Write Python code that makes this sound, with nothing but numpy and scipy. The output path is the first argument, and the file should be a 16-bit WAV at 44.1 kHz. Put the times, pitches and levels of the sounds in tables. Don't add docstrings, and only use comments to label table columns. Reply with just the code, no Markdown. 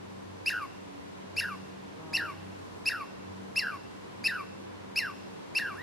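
import sys
import numpy as np
from scipy import signal
from scipy.fft import rfft, irfft, next_fast_len
from scipy.io import wavfile

SR = 44100
rng = np.random.default_rng(int(sys.argv[2]) if len(sys.argv) > 2 else 0)


def unload_wav(signal):
    wavfile.write(
        sys.argv[1],
        SR,
        np.round(np.clip(np.atleast_2d(signal).T, -1, 1) * 32767).astype(np.int16),
    )


N = 256970
T = np.arange(N) / SR
M = next_fast_len(N)
BINS_HZ = np.fft.rfftfreq(M, 1 / SR)

# (time [s], multiple 1 [dB], multiple 2 [dB], multiple 3 [dB])
ENGINE_LINES = [(0.0, -60, -55, -73), (0.34, -54, -53.5, -64.5), (0.66, -65.5, -74, -60),
                (0.83, -59, -51.5, -62), (0.96, -64, -63, -52.5), (1.25, -62, -50, -65.5),
                (1.34, -54.5, -60, -73), (1.62, -57.5, -48, -66), (1.98, -64.5, -58.5, -60),
                (2.29, -51, -58.5, -64), (2.42, -50.5, -55.5, -74), (2.51, -51.5, -48.5, -61),
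                (2.65, -54, -78, -67), (2.71, -56, -58, -65), (2.9, -59, -67, -56), (3.07, -68, -58, -63),
                (3.31, -52.5, -51, -57), (3.46, -65, -49.5, -60), (3.6, -63, -57.5, -67),
                (4.67, -58, -57, -68), (5.37, -61, -54.5, -63), (5.5, -71, -59.5, -73),
                (5.83, -58, -69.5, -59.5)]
# (time [s], frequency [Hz])
ENGINE_PITCH = [(0, 95), (3.3, 95), (4.2, 96.2), (4.9, 96.2), (5.5, 95)]
# (frequency [Hz], density [dB per Hz])
NOISE_MID_COLOUR = [(12, -71), (20, -37), (64, -20), (90, -12.5), (190, -10.5), (300, -12), (476, -13),
                    (640, -17.5), (850, -17), (1010, -13.5), (1200, -20.5), (4000, -30), (10000, -43),
                    (12600, -49.5), (14500, -54), (15400, -72)]
# (frequency [Hz], density [dB per Hz])
NOISE_SIDE_COLOUR = [(12, -70), (20, -42), (45, -34), (112, -13), (152, -8.5), (258, -3.5), (450, -3),
                     (546, -9.5), (664, -9), (6670, -33), (10000, -40.5), (12600, -43), (14500, -58),
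                     (15400, -70)]
# (onset [s], whistle length [s], top pitch [Hz], whistle level [dB],
#  effort setting of the break [1], dip pitch [Hz], shelf end after the break [s], shelf end pitch [Hz],
#  low note peak after the break [s], low note level [dB], pitch flutter [share], level flutter [share])
CHIRPS = [(0.465, 0.027, 2804, -24.5, 0.84, 1528, 0.097, 1479, 0.14, -22, 0.056, 0.59),
          (1.371, .028, 2804, -25, 1.42, 1518, .094, 1499, 0.13, -24, 0.078, 0.37),
          (2.138, .028, 2822, -25, 1.46, 1761, 0.1, 1378, .134, -24.5, 0.092, 0.29),
          (2.862, .026, 2789, -24.5, 1.25, 1500, 0.085, 1400, 0.13, -22.5, .078, 0.38),
          (3.564, .029, 2814, -23.5, 1.5, 2057, .11, 1400, 0.15, -24, 0.079, 0.57),
          (4.246, .026, 2748, -24.5, 1.4, 1689, .1, 1450, .136, -23, .07, 0.25),
          (4.964, 0.027, 2781, -24, 1.94, 2072, 0.086, 1470, .110, -27.5, 0.031, 0.36),
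          (5.555, 0.027, 2810, -25, 1.85, 1578, .11, 1493, 0.14, -26.5, 0.039, .24)]
# (time from onset [s], pitch [share of top], level re whistle [dB], effort [1])
WHISTLE_OPENING = [(-.010, .58, -24, 0), (-.006, .60, -10, 0.85), (-.004, .84, -8, 0.89),
                   (.003, .92, -5.5, 1.14), (.012, .95, -1, 0.77)]
# (frequency [Hz], gain [dB])
THROAT_GAIN = [(900, -15), (1500, -9), (2100, -10.5), (2450, -3.5), (2780, 0.5), (3300, -16.5),
               (3800, -0.5), (4300, 9.5), (5150, 12), (5650, -2.5), (6300, 12.5), (7300, 1), (8300, -7),
               (9400, 1.5), (10700, 8), (11400, -4.5), (12300, 4.5), (14000, -13)]
FOLD_OVERTONES = [-0.5, -16.5, -34.5, -28]
# (frequency [Hz], gain against the voice [dB])
BREATH_COLOUR = [(1000, -24), (2600, -10), (3400, -21.5), (4600, -4), (6300, -19.5), (7300, -18),
                 (8400, -21), (9400, -16), (11000, -13.5), (12400, -19), (13500, -41), (15000, -51)]
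# (time [s], pitch [Hz], level [dB])
SQUEAK_GLIDE = [(5.728, 1010, -46), (5.74, 1034, -41), (5.76, 1307, -39.5), (5.78, 1640, -40.5),
                (5.799, 1866, -33.5), (5.827, 2010, -33)]
SQUEAK_OVERTONES = [0.5, -34, -41, -48, -50, -46, -39, -48, -40]
# (start [s], 60 dB decay [s], level [dB], side re mid [dB])
TRUNK_ECHOES = [(.002, .07, -10.5, -7), (0.027, .22, -14.5, -9.5), (0.083, .8, -24, -11)]
# (frequency [Hz], gain [dB])
BARK_COLOUR = [(800, -6.5), (1600, -1), (2800, 1.5), (5000, -1), (11000, 2), (15000, 21)]
WING_OVERTONES = [0.5, 0.5, -5.5, -1.5, -5, -8, -9, -13]

WOOD_MID_DB, WOOD_SIDE_DB = -52, -47
RASP_DB, WOBBLE = 4.5, 0.01134
DIP_S, REBOUND_S, SETTLE_S = .012, .022, .043
REBOUND_HZ, REBOUND_DB = 1948, -26
REBOUND_DB_PER_KHZ = 5
SHELF_HZ, SHELF_HZ_PER_EFFORT = 1303, 202.6
SHELF_DB, SHELF_SAG_DB = -24, -2
STEP_S, STEP_DB, STEP_DB_PER_FLUTTER = 0.01555, -28, -8
LOW_HZ, LOW_HOLD_S = 1186, .014
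FADE_HZ, FADE_S, FADE_DB = 1031, .029, -13
FLUTTER_HZ = 115
FLUTTER_LEAD = 0.82
SLIDE_DULL_DB, SLIDE_BREATH_DB, BREATH_FADE_S = -11.5, -22.5, 0.038
FLY_S, FLY_DB = 1.948, -56
FLY_ATTACK_S, FLY_HOLD_S, FLY_FADE_DB_PER_S = 0.067, .17, -48
WING_HZ = 163.6
WING_SAG_HZ, WING_SAG_S, WING_SAG_WIDTH_S = 8, 2.19, .17
TOP_HZ = 15300


def undb(db):
    return np.exp(np.asarray(db) * (np.log(10) / 20))


def along(table, hz):
    f, db = np.transpose(table)
    return np.interp(np.log(np.maximum(hz, 1)), np.log(f), db)


def walk(rate):
    knots = rng.standard_normal(int(N / SR * rate) + 2)
    return 1.167 * np.interp(T * rate, np.arange(len(knots)), knots)


def stack(hz, gains):
    phase = 2 * np.pi * np.cumsum(hz) / SR
    out = 0
    for k, gain in enumerate(gains):
        out = out + np.sqrt(2) * gain * np.sin((k + 1) * phase + 2 * np.pi * rng.random())
    return out


def drone():
    s, *lines_db = np.transpose(ENGINE_LINES)
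    gains = [undb(np.interp(T, s, db) + 1.7 * walk(10)) for db in lines_db]
    return stack(np.interp(T, *np.transpose(ENGINE_PITCH)), gains)


def wood(colour, db, gust):
    noise = rfft(rng.standard_normal(M)) * undb(along(colour, BINS_HZ))
    octave = np.log2(np.clip(BINS_HZ, 80, 10240) / 80)
    out = 0
    for band in range(8):
        share = np.clip(1 - abs(octave - band), 0, 1)
        out = out + irfft(noise * share, M)[:N] * undb(gust + 0.77 * walk(5))
    return out * undb(db) / np.std(irfft(noise * (BINS_HZ > 300), M))


def voice(hz, db, overtones_db):
    on, out = db > -80, np.zeros(N)
    phase = 2 * np.pi * np.cumsum((hz * (1 + WOBBLE * walk(500)))[on]) / SR
    for k, overtone_db in enumerate(overtones_db):
        drift_db = (RASP_DB if k else 1.6) * walk(300)
        gain_db = (db + overtone_db + drift_db)[on] + along(THROAT_GAIN, (k + 1) * hz[on])
        out[on] -= np.sqrt(2) * undb(gain_db) * np.cos((k + 1) * phase)
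    return out


def gestures():
    rows, shake_hz, shake_level = [], np.zeros(N), np.zeros(N)
    for (s, head, top, db, snap, dip, shelf, shelf_end,
         low_s, low_db, pitch_share, level_share) in CHIRPS:
        # (time [s], pitch [Hz], level [dB], effort)
        rows += [(s - .013, WHISTLE_OPENING[0][1] * top, -90, 0)]
        rows += [(s + t, share * top, db + d, e) for t, share, d, e in WHISTLE_OPENING]
        b = s + head
        back_db = REBOUND_DB + REBOUND_DB_PER_KHZ * (REBOUND_HZ - dip) / 1000
        rows += [(b - .007, top, db + 0.48, .9),
                 (b, .955 * top, db - .6, 0.62 + snap / 2),
                 (b + .004, .78 * top, back_db - 7, 0.7 + snap / 2),
                 (b + DIP_S, dip, back_db, .85),
                 (b + REBOUND_S, REBOUND_HZ, back_db, .05),
                 (b + SETTLE_S, SHELF_HZ + SHELF_HZ_PER_EFFORT * snap, SHELF_DB, 0),
                 (b + shelf - STEP_S / 2, shelf_end, SHELF_DB + SHELF_SAG_DB, 0)]
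        low = b + low_s
        step_db = STEP_DB + STEP_DB_PER_FLUTTER * level_share
        rows += [(b + shelf + STEP_S / 2, 1.07 * LOW_HZ, step_db, .3),
                 (low - LOW_HOLD_S, 1.01 * LOW_HZ, low_db - 3.0, .45),
                 (low + 0.00298, .96 * LOW_HZ, low_db, .45),
                 (low + .011, .94 * LOW_HZ, low_db + FADE_DB / 2, .6),
                 (low + FADE_S, FADE_HZ, low_db + FADE_DB, .95),
                 (low + FADE_S + .006, .93 * FADE_HZ, -90, 0)]
        flap = 2 * np.pi * (FLUTTER_HZ * T + rng.random() + 0.3004 * walk(60))
        pitch_span = np.interp(T - b, [.025, .045, shelf, shelf + 0.022], [0, 1, 1, 0])
        level_span = np.interp(T - b, [.025, .07, shelf, low_s], [0, 1, 1, 0])
        shake_hz += pitch_share * undb(2.65 * walk(70)) * pitch_span * np.sin(flap)
        shake_level += level_share * undb(2.7 * walk(70)) * level_span * np.sin(flap + FLUTTER_LEAD)
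    s, *columns = np.array(sorted(rows)).T
    return [np.interp(T, s, c) for c in columns] + [shake_hz, shake_level]


def squirrel():
    hz, db, effort, shake_hz, shake_level = gestures()
    breaks = np.array([s + head for s, head, *_ in CHIRPS])[:, None]
    ebb_times = (breaks + [-.06, 0, BREATH_FADE_S, .3]).ravel()
    ebb = np.interp(T, ebb_times, np.tile([0, 0, 1, 1], len(breaks)))
    overtones_db = []
    for k, fold_db in enumerate(FOLD_OVERTONES):
        dulling = 1 - effort if k == 1 else k * ebb
        overtones_db.append(fold_db + SLIDE_DULL_DB * dulling)
    tone = voice(hz * (1 + shake_hz), db, overtones_db)
    breath = irfft(rfft(rng.standard_normal(M)) * undb(along(BREATH_COLOUR, BINS_HZ)), M)[:N]
    breath = breath * undb(db + SLIDE_BREATH_DB * ebb + 1.3 * walk(250))
    s, squeak_hz, squeak_db = np.transpose(SQUEAK_GLIDE)
    squeak_level = np.interp(T, s, squeak_db, left=-120)
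    squeak = voice(np.interp(T, s, squeak_hz), squeak_level, SQUEAK_OVERTONES)
    return np.clip(1 + shake_level, .05, 2) * tone + breath + squeak


def trunks(call):
    t, echoes = T[:SR], 0
    for start, t60, db, side_db in TRUNK_ECHOES:
        decay = undb(3.1 * walk(119.5)[:SR] - 60 * t / t60)
        group = rng.standard_normal((2, SR)) * decay * (t > start)
        mid_energy = np.sum(group[0] ** 2)
        echoes = echoes + group / np.sqrt(mid_energy) * undb([[db], [db + side_db]])
    scattered = irfft(rfft(call, M) * undb(along(BARK_COLOUR, BINS_HZ)), M)[None, :N]
    return signal.fftconvolve(scattered, echoes)[:, :N]


def fly():
    t = T - FLY_S
    fade_db = FLY_FADE_DB_PER_S * np.maximum(t - FLY_ATTACK_S - FLY_HOLD_S, 0)
    near = np.clip(t / FLY_ATTACK_S, 0, 1) ** 2 * undb(FLY_DB + fade_db)
    hz = WING_HZ - WING_SAG_HZ * np.exp(-((T - WING_SAG_S) / WING_SAG_WIDTH_S) ** 2)
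    unsteady_hz = hz * (1 + 0.00612 * walk(40.2))
    return near * stack(unsteady_hz, [undb(db + 3.4 * walk(15)) for db in WING_OVERTONES])


def scene():
    call = squirrel()
    gust = 0.68 * walk(0.42)
    echo_mid, echo_side = trunks(call)
    mid = call + echo_mid + drone() + fly() + wood(NOISE_MID_COLOUR, WOOD_MID_DB, gust)
    side = 0.017 * call + echo_side + wood(NOISE_SIDE_COLOUR, WOOD_SIDE_DB, gust)
    return np.array([mid + side, mid - side])


def record(dry):
    return signal.sosfilt(signal.ellip(10, .2, 70, TOP_HZ, fs=SR, output="sos"), dry)


dry = scene()
out = record(dry)
unload_wav(out)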